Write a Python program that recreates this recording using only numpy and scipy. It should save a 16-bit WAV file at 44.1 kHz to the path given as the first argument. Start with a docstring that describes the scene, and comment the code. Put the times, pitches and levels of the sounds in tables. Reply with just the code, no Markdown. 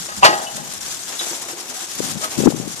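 """Horses pulling a chain harrow

Two horses walk over a pasture, drawing the harrow from a steel hitch cart, heard from the seat.
The chain mat rustles through the grass, hooves thud, and impacts set the frame and links ringing.
Once a hitch joint judders and slams, overloading the microphones; later dry joints squeak
and turbulent wind buffets the port of the left microphone."""
import sys
import numpy as np
from scipy import signal
from scipy.fft import rfft, irfft, next_fast_len
from scipy.io import wavfile
from scipy.ndimage import uniform_filter1d, map_coordinates

SR = 44100
rng = np.random.default_rng(int(sys.argv[2]) if len(sys.argv) > 2 else 0)


def put_to_file(sound):
    """Save the sound as 16-bit audio at rate SR, in the file named by the first command-line argument."""
    columns = np.atleast_2d(sound).T  # one column per channel
    safe = np.clip(columns, -1, 1)
    whole_steps = np.round(safe * 32767)
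    wavfile.write(sys.argv[1], SR, whole_steps.astype(np.int16))


N = 123479

# drag of the mat through the grass (t/s, level/dB)
DRAG_LEVELS = [(0.0, -32), (0.106, -36), (0.186, -32.5), (0.21, -39.5), (0.31, -34), (0.5, -37),
               (0.57, -31), (0.59, -39), (0.77, -32), (0.8, -43.5), (0.81, -33.5), (0.92, -30),
               (1.06, -36.5), (1.09, -32.5), (1.32, -29.5), (1.41, -34.5), (1.42, -30), (1.47, -37),
               (1.51, -32.5), (1.54, -38.5), (1.56, -40), (1.6, -31.5), (1.65, -38), (1.7, -33.5),
               (1.73, -35), (1.83, -30), (1.86, -35.5), (2.1, -27.5), (2.19, -35.5), (2.25, -27.5),
               (2.29, -38.5), (2.32, -28.5), (2.37, -36.5), (2.38, -26.5), (2.46, -32), (2.47, -40),
               (2.51, -29.5), (2.54, -43.5), (2.57, -32), (2.67, -40), (2.68, -33.5), (2.8, -35)]
# flicking blades (f/Hz, level/dB)
GRASS_SPECTRUM = [(300, -22), (1000, -8), (1600, -5), (2500, -10), (3400, -4), (4400, -5.5), (5600, -2.5),
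                  (7000, -1.5), (9700, -8), (12000, -10.5), (13700, -16), (15000, -35)]
# stems snap and links tick (t/s, level/dB)
SNAPS = [(.6054, -37), (.7371, -25), (.8079, -27), (1.092, -32), (1.1925, -26), (1.285, -29), (1.314, -29),
         (1.424, -30), (1.4859, -29), (1.5138, -26), (1.602, -33), (1.7533, -32), (1.9348, -30),
         (2.5629, -33)]
# snaps and ticks (f/Hz, level/dB)
SNAP_SPECTRUM = [(400, -20), (1500, -11), (4000, -3), (7000, 7), (11000, 7), (14500, -9)]
# rattle of the rolling frame (t/s, level/dB)
ROLL_LEVELS = [(0.62, -48), (0.882, -42.5), (1.04, -46), (1.136, -39), (1.194, -45), (1.208, -39),
               (1.678, -44), (1.84, -38.5), (1.864, -46), (2.094, -37), (2.19, -48.5), (2.244, -35.5),
               (2.292, -41), (2.34, -37.5), (2.55, -44.5), (2.8, -45.5)]
# rolling frame (f/Hz, level/dB)
ROLL_SPECTRUM = [(50, -40), (90, -16), (170, -6.5), (270, -1), (345, 3), (450, -0.5), (640, -1.5), (760, 3),
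                 (900, -2), (1150, -3.5), (1700, -11), (2600, -4), (5000, -21.5)]
# faint buffeting on both ports (t/s, level/dB)
BREEZE_LEVELS = [(0, -46.5), (.1, -50), (.25, -37), (.45, -56), (.6, -48), (1.0, -49.5), (1.3, -62),
                 (1.9, -57), (2.15, -42.5), (2.4, -58), (2.8, -46.5)]
# rumble of light air (f/Hz, level/dB)
BREEZE_SPECTRUM = [(25, -35), (60, -3.5), (140, -3), (220, -2), (500, -28), (1500, -55)]
# hoof thuds on turf (t/s, f/Hz, level/dB, left minus right/dB)
HOOF_FALLS = [(.002, 172, -37.5, -21), (.175, 198, -28.5, -13), (.285, 329.7, -17.5, 0),
              (.318, 351.6, -23, 3), (1.215, 354, -35, 0), (1.308, 346, -25.5, -2),
              (1.527, 342.5, -26.5, 2), (1.692, 259, -37, -16), (2.079, 297, -35, -8)]
# light knocks in the frame (t/s, ring level/dB, rattle level/dB)
FRAME_KNOCKS = [(.088, -38, -36), (.118, -40.5, -34), (.328, -31.5, -24.5), (.579, -38.5, -42),
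                (1.125, -62, -28.5), (1.212, -43, -25.5), (1.24, -55, -46), (1.487, -40.5, -30.5),
                (2.092, -47, -48), (2.228, -48, -32), (2.241, -44, -32), (2.33, -45, -33),
                (2.435, -42, -48)]
# modes of the steel frame (f/Hz, level/dB, T60/s)
FRAME_MODES = [(387, -14, 0.38), (612.6, -7, 0.25), (630, 10.5, 0.054), (642, -10.5, 0.85), (731, -7, 0.51),
               (814, -3.5, 0.75), (848, -2, 0.41), (985, -5.5, 0.27), (1049, 4, 0.18), (1240, 2, 0.3),
               (1634, 6, 0.17), (1904, -0.5, 0.34), (2208, -22.5, 0.31), (2646, 1, 0.098),
               (2825, -10, 0.32), (2915, -13.5, 0.36), (3664, -3.5, .13), (4274, -2, 0.18), (4754, 4, 0.15)]
# tones of the slipping joint (f/Hz, level/dB, swell time/s)
JOINT_TONES = [(845, -1.5, 0.0015), (1011, 0.5, .0017), (2728, -17.5, 0.0031)]
# impacts in the hitch and frame (f/Hz, level/dB)
IMPACT_SPECTRUM = [(150, -46), (350, -11), (620, 3), (1300, 2), (2200, 0.5), (2800, -0.5), (4500, -5),
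                   (7000, -7.5), (10000, -18.5), (15000, -29)]
# clatter after the slam (f/Hz, level/dB)
TAIL_SPECTRUM = [(60, -40), (170, -1.5), (330, -1.5), (500, 2), (800, 8.5), (1200, 0), (1900, -3.5),
                 (2300, -16), (2900, -8), (5000, -14), (12000, -49)]
# chain links clink (t/s, f/Hz, level/dB)
LINK_CLINKS = [(0.467, 2960, -26), (1.192, 3890, -18.5), (1.195, 3430, -28.5), (1.329, 5880, -26.5),
               (1.599, 5450, -31)]
# wind on the left port (t/s, level/dB)
WIND_LEVELS = [(0, -56.5), (.5, -47), (.6, -30), (.76, -50), (1.93, -59.5), (2.005, -22.5), (2.07, -35),
               (2.17, -24.5), (2.24, -44), (2.34, -45.5), (2.388, -15.5), (2.415, -16.5), (2.455, -16),
               (2.474, -7), (2.497, -23), (2.58, -25.5), (2.675, -26.5), (2.71, -36.5), (2.8, -48)]
# turbulence at the port (f/Hz, level/dB)
WIND_SPECTRUM = [(25, -27), (70, -22), (130, 2.5), (250, 3.5), (360, -7.5), (550, -11), (900, -24),
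                 (1600, -33), (4000, -73)]
# sharp eddies that strike the port (t/s, f/Hz, level/dB)
WIND_EDDIES = [(2.0049, 413, -6.5), (2.389, 258, -4), (2.405, 343, -3), (2.439, 396, -5), (2.461, 292, 5.5),
               (2.4727, 400, 7.5), (2.4778, 261, 9), (2.488, 288, -1.5), (2.505, 443, -11.5),
               (2.524, 680, -12), (2.547, 322, -11.5), (2.601, 330, -16.5), (2.678, 288, -13.5)]
# dry joints squeak (t/s, f/Hz, level/dB, relative level of second harmonic/dB)
JOINT_CREAKS = [(1.78, 760, -33, -14), (1.83, 760, -38, -14), (2.035, 770, -34, -14),
                (2.105, 755, -35, -14), (2.243, 640, -27.5, 7.5), (2.335, 770, -35, -12),
                (2.625, 760, -35, -14)]

PORT_LAG_S, SHORT_LAG_S = 0.00033, 0.0001  # delays of the right channel
FRAME_PAN_DB = 2  # left minus right


def undb(db):
    return np.exp(np.asarray(db) * np.log(10) / 20)


def unit_rms(x):
    return x / np.sqrt(np.mean(x ** 2))


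def clock():
    return np.arange(N) / SR


def envelope(rows):
    """Amplitude envelope through (t/s, level/dB) points."""
    return undb(np.interp(clock(), *np.array(rows).T))


def colour(x, spectrum):
    """Linear filtering by (f/Hz, level/dB) points, scaled to unit rms."""
    hz, db = np.array(spectrum).T
    size = next_fast_len(N, real=True)
    f = np.maximum(np.fft.rfftfreq(size, 1 / SR), 1)
    skirt = np.minimum(f / hz[0], 1) ** 2
    gain = undb(np.interp(np.log(f), np.log(hz), db))
    return unit_rms(irfft(rfft(x, size) * skirt * gain, size)[:N])


def noise(spectrum):
    return colour(rng.standard_normal(N), spectrum)


def wander(per_s):
    """Smoothed random steps give a slow fluctuation with a spread near 1."""
    hold = int(SR / per_s)
    steps = rng.standard_normal(2000)[np.arange(N) // hold]
    return 1.3 * uniform_filter1d(uniform_filter1d(steps, hold), hold)


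def decay(peak_s, t60, rise_s=0.00025):
    """Exponential growth up to the peak, then exponential decay."""
    age = clock() - peak_s
    live = (age > -8 * rise_s) & (age < 2 * t60)
    out, t = np.zeros(N), age[live]
    out[live] = np.exp(np.minimum(t, 0) / rise_s - np.log(1000) * np.maximum(t, 0) / t60)
    return out


def ring(start, modes, attack_s=0.00098):
    """Free vibration of a struck body: a sum of damped modes (f/Hz, level/dB, T60/s)."""
    age = clock() - start
    live = (age > 0) & (age < 0.6)
    out, t = np.zeros(N), age[live]
    for hz, db, t60 in modes:
        out[live] += undb(db) * np.sin(2 * np.pi * hz * t) * np.exp(-np.log(1000) * t / t60)
    out[live] *= 1 - np.exp(-t / attack_s)
    return out


def sides(pan_db):
    return undb(np.array([[pan_db], [-pan_db]]) / 2)


def ports(x, pan_db=FRAME_PAN_DB, lag_s=PORT_LAG_S):
    """Path difference: the sound reaches the left microphone port first."""
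    delayed = map_coordinates(x, [np.arange(N) - lag_s * SR])
    return np.array([x, delayed]) * sides(pan_db)


def grains(per_s, spread_db):
    """Shot noise: independent clicks of very unequal size."""
    clicks = (rng.random(N) < per_s / SR) * rng.standard_normal(N)
    return clicks * undb(spread_db * np.minimum(rng.exponential(size=N), 4))


def grass():
    """Shot noise of blades flicking off the jingling mat comes in surges, with a few louder snaps."""
    surge = envelope(DRAG_LEVELS) * undb(2 + 1.57 * wander(per_s=110))
    blades = np.array([colour(grains(per_s=12000, spread_db=1.5), GRASS_SPECTRUM) for _ in range(2)])
    rustle = (blades + jingle()) * surge
    bursts = sum(undb(db) * decay(s, t60=0.023) for s, db in SNAPS)
    snaps = bursts * np.array([noise(SNAP_SPECTRUM), noise(SNAP_SPECTRUM)])
    return (rustle + snaps) * sides(pan_db=4.5)


def jingle(per_s=330, median_hz=6720, spread_octaves=0.3, top_hz=14700, t60=0.042):
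    """Small links, struck at random, each vibrate at their own natural frequency."""
    out, t = np.zeros((2, N + SR)), np.arange(int(t60 * SR)) / SR
    damping = np.exp(-np.log(1000) * t / t60)
    for when, pitch, size, pan, right_phase in rng.random((int(per_s * N / SR), 5)):
        octaves = spread_octaves * np.log(pitch / (1 - pitch)) / 2
        hz = min(median_hz * 2 ** octaves, top_hz)
        tone = np.sin(2 * np.pi * (hz * t + np.array([[0], [right_phase]]))) * damping
        i = int(when * N)
        out[:, i:i + len(t)] += tone * undb(-8.5 + 9.2 * size) * sides(8 * (pan - 0.5))
    return out[:, :N]


def rolling(diffuse=0.56):
    """Random impacts excite broad resonances as the frame and mat travel over the turf."""
    direct, left, right = (colour(grains(per_s=1500, spread_db=2), ROLL_SPECTRUM) for _ in range(3))
    rumble = ports(direct, lag_s=SHORT_LAG_S) + diffuse * np.array([left, right])
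    return unit_rms(rumble) * envelope(ROLL_LEVELS) * undb(3 + 2 * wander(per_s=30.07))


def breeze():
    """Light air makes uncorrelated pressure fluctuations at the two ports."""
    rumble = np.array([noise(BREEZE_SPECTRUM), noise(BREEZE_SPECTRUM)])
    return envelope(BREEZE_LEVELS) * rumble * sides(pan_db=3.5)


def hooves():
    """Soft impacts on turf excite low, heavily damped modes."""
    out = 0
    for s, hz, db, pan_db in HOOF_FALLS:
        modes = [(hz, 0, 0.13), (hz * 0.457, -10, 0.08), (hz * 1.386, -5, 0.08)]
        out += undb(db) * ports(ring(s, modes, attack_s=0.0035), pan_db, SHORT_LAG_S)
    return out


def knocks(t60_ratio=0.78):
    """Loose fittings tap the frame and rattle; the point of impact sets the strength of each mode."""
    spots_db = 3 * rng.standard_normal((len(FRAME_KNOCKS), len(FRAME_MODES)))
    rings = rattle = 0
    for (s, ring_db, rattle_db), spot in zip(FRAME_KNOCKS, spots_db):
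        modes = [(hz, db + shift, t60 * t60_ratio) for (hz, db, t60), shift in zip(FRAME_MODES, spot)]
        rings += undb(ring_db) * ring(s, modes)
        rattle += undb(rattle_db) * decay(s, t60=0.098, rise_s=0.0011)
    return ports(rings) + rattle * clatter(IMPACT_SPECTRUM)


def clatter(spectrum):
    """Direct and diffuse noise from the frame add in equal parts."""
    diffuse = np.array([noise(spectrum), noise(spectrum)]) * sides(FRAME_PAN_DB)
    return unit_rms(ports(noise(spectrum)) + diffuse)


def jerk(start):
    """One slip of the joint excites a transient: tones that swell and die within milliseconds."""
    age = np.maximum(clock() - start, 0)
    return sum(undb(db) * np.sin(2 * np.pi * hz * age) * (age / swell * np.exp(1 - age / swell)) ** 2
               for hz, db, swell in JOINT_TONES)


def hitch(slip_s=0.2253, gap_s=0.0051, ring_s=0.2475, slam_s=0.2509):
    """Stick-slip: the joint judders, then slams home and sets the frame and its chains ringing."""
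    jerks_db = (-11, 7, 4, 1, -2, -5)
    judder = sum(undb(db) * jerk(slip_s + k * gap_s) for k, db in enumerate(jerks_db))
    ringing = undb(-12.5) * ring(ring_s, FRAME_MODES)
    slam = undb(-2.5) * decay(slam_s, t60=0.13, rise_s=0.009) * clatter(IMPACT_SPECTRUM)
    tail = undb(-17.5) * decay(slam_s, t60=0.77, rise_s=0.007) * clatter(TAIL_SPECTRUM)
    return ports(judder + ringing) + slam + tail


def links(t60=0.13):
    """Each struck link vibrates freely in a close pair of modes."""
    clinks = sum(undb(db) * ring(s, [(hz, 0, t60), (hz * 0.9, -6, t60)]) for s, hz, db in LINK_CLINKS)
    return ports(clinks, pan_db=2.5)


def wind():
    """Turbulent pressure flutters on the left port; single eddies push and then pull on it."""
    turbulence = noise(WIND_SPECTRUM) * undb(3.1 * wander(per_s=160))
    buffet = envelope(WIND_LEVELS) * unit_rms(turbulence)
    for s, hz, db in WIND_EDDIES:
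        cycles = (clock() - s) * hz
        buffet -= undb(db) * np.sin(2 * np.pi * cycles) * np.exp(-(cycles / 0.72) ** 2)
    return buffet * np.array([[1], [undb(-42)]])


def creaks(waver=0.0245):
    """Dry friction in the hitch joints makes short squeaks, roughened by frequency modulation."""
    warped_time = np.cumsum(1 + waver * wander(per_s=300)) / SR
    out = 0
    for s, hz, db, second_db in JOINT_CREAKS:
        phase = 2 * np.pi * hz * warped_time
        tone = np.sin(phase) + undb(second_db) * np.sin(2 * phase)
        out += undb(db) * decay(s, t60=0.14, rise_s=0.012) * tone
    return ports(out)


def scene():
    """Superposition: the pressures of all sources add at the two microphones."""
    return grass() + rolling() + hitch() + knocks() + creaks() + links() + hooves() + breeze() + wind()


def record(dry):
    """Saturation: the microphones overload at full scale; a low-pass filter cuts the top."""
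    clipped = dry / (1 + dry ** 8) ** (1 / 8)
    low_pass = signal.ellip(8, 0.2, 70, 14700, fs=SR, output="sos")
    return signal.sosfilt(low_pass, clipped)


dry = scene()
out = record(dry)
put_to_file(out)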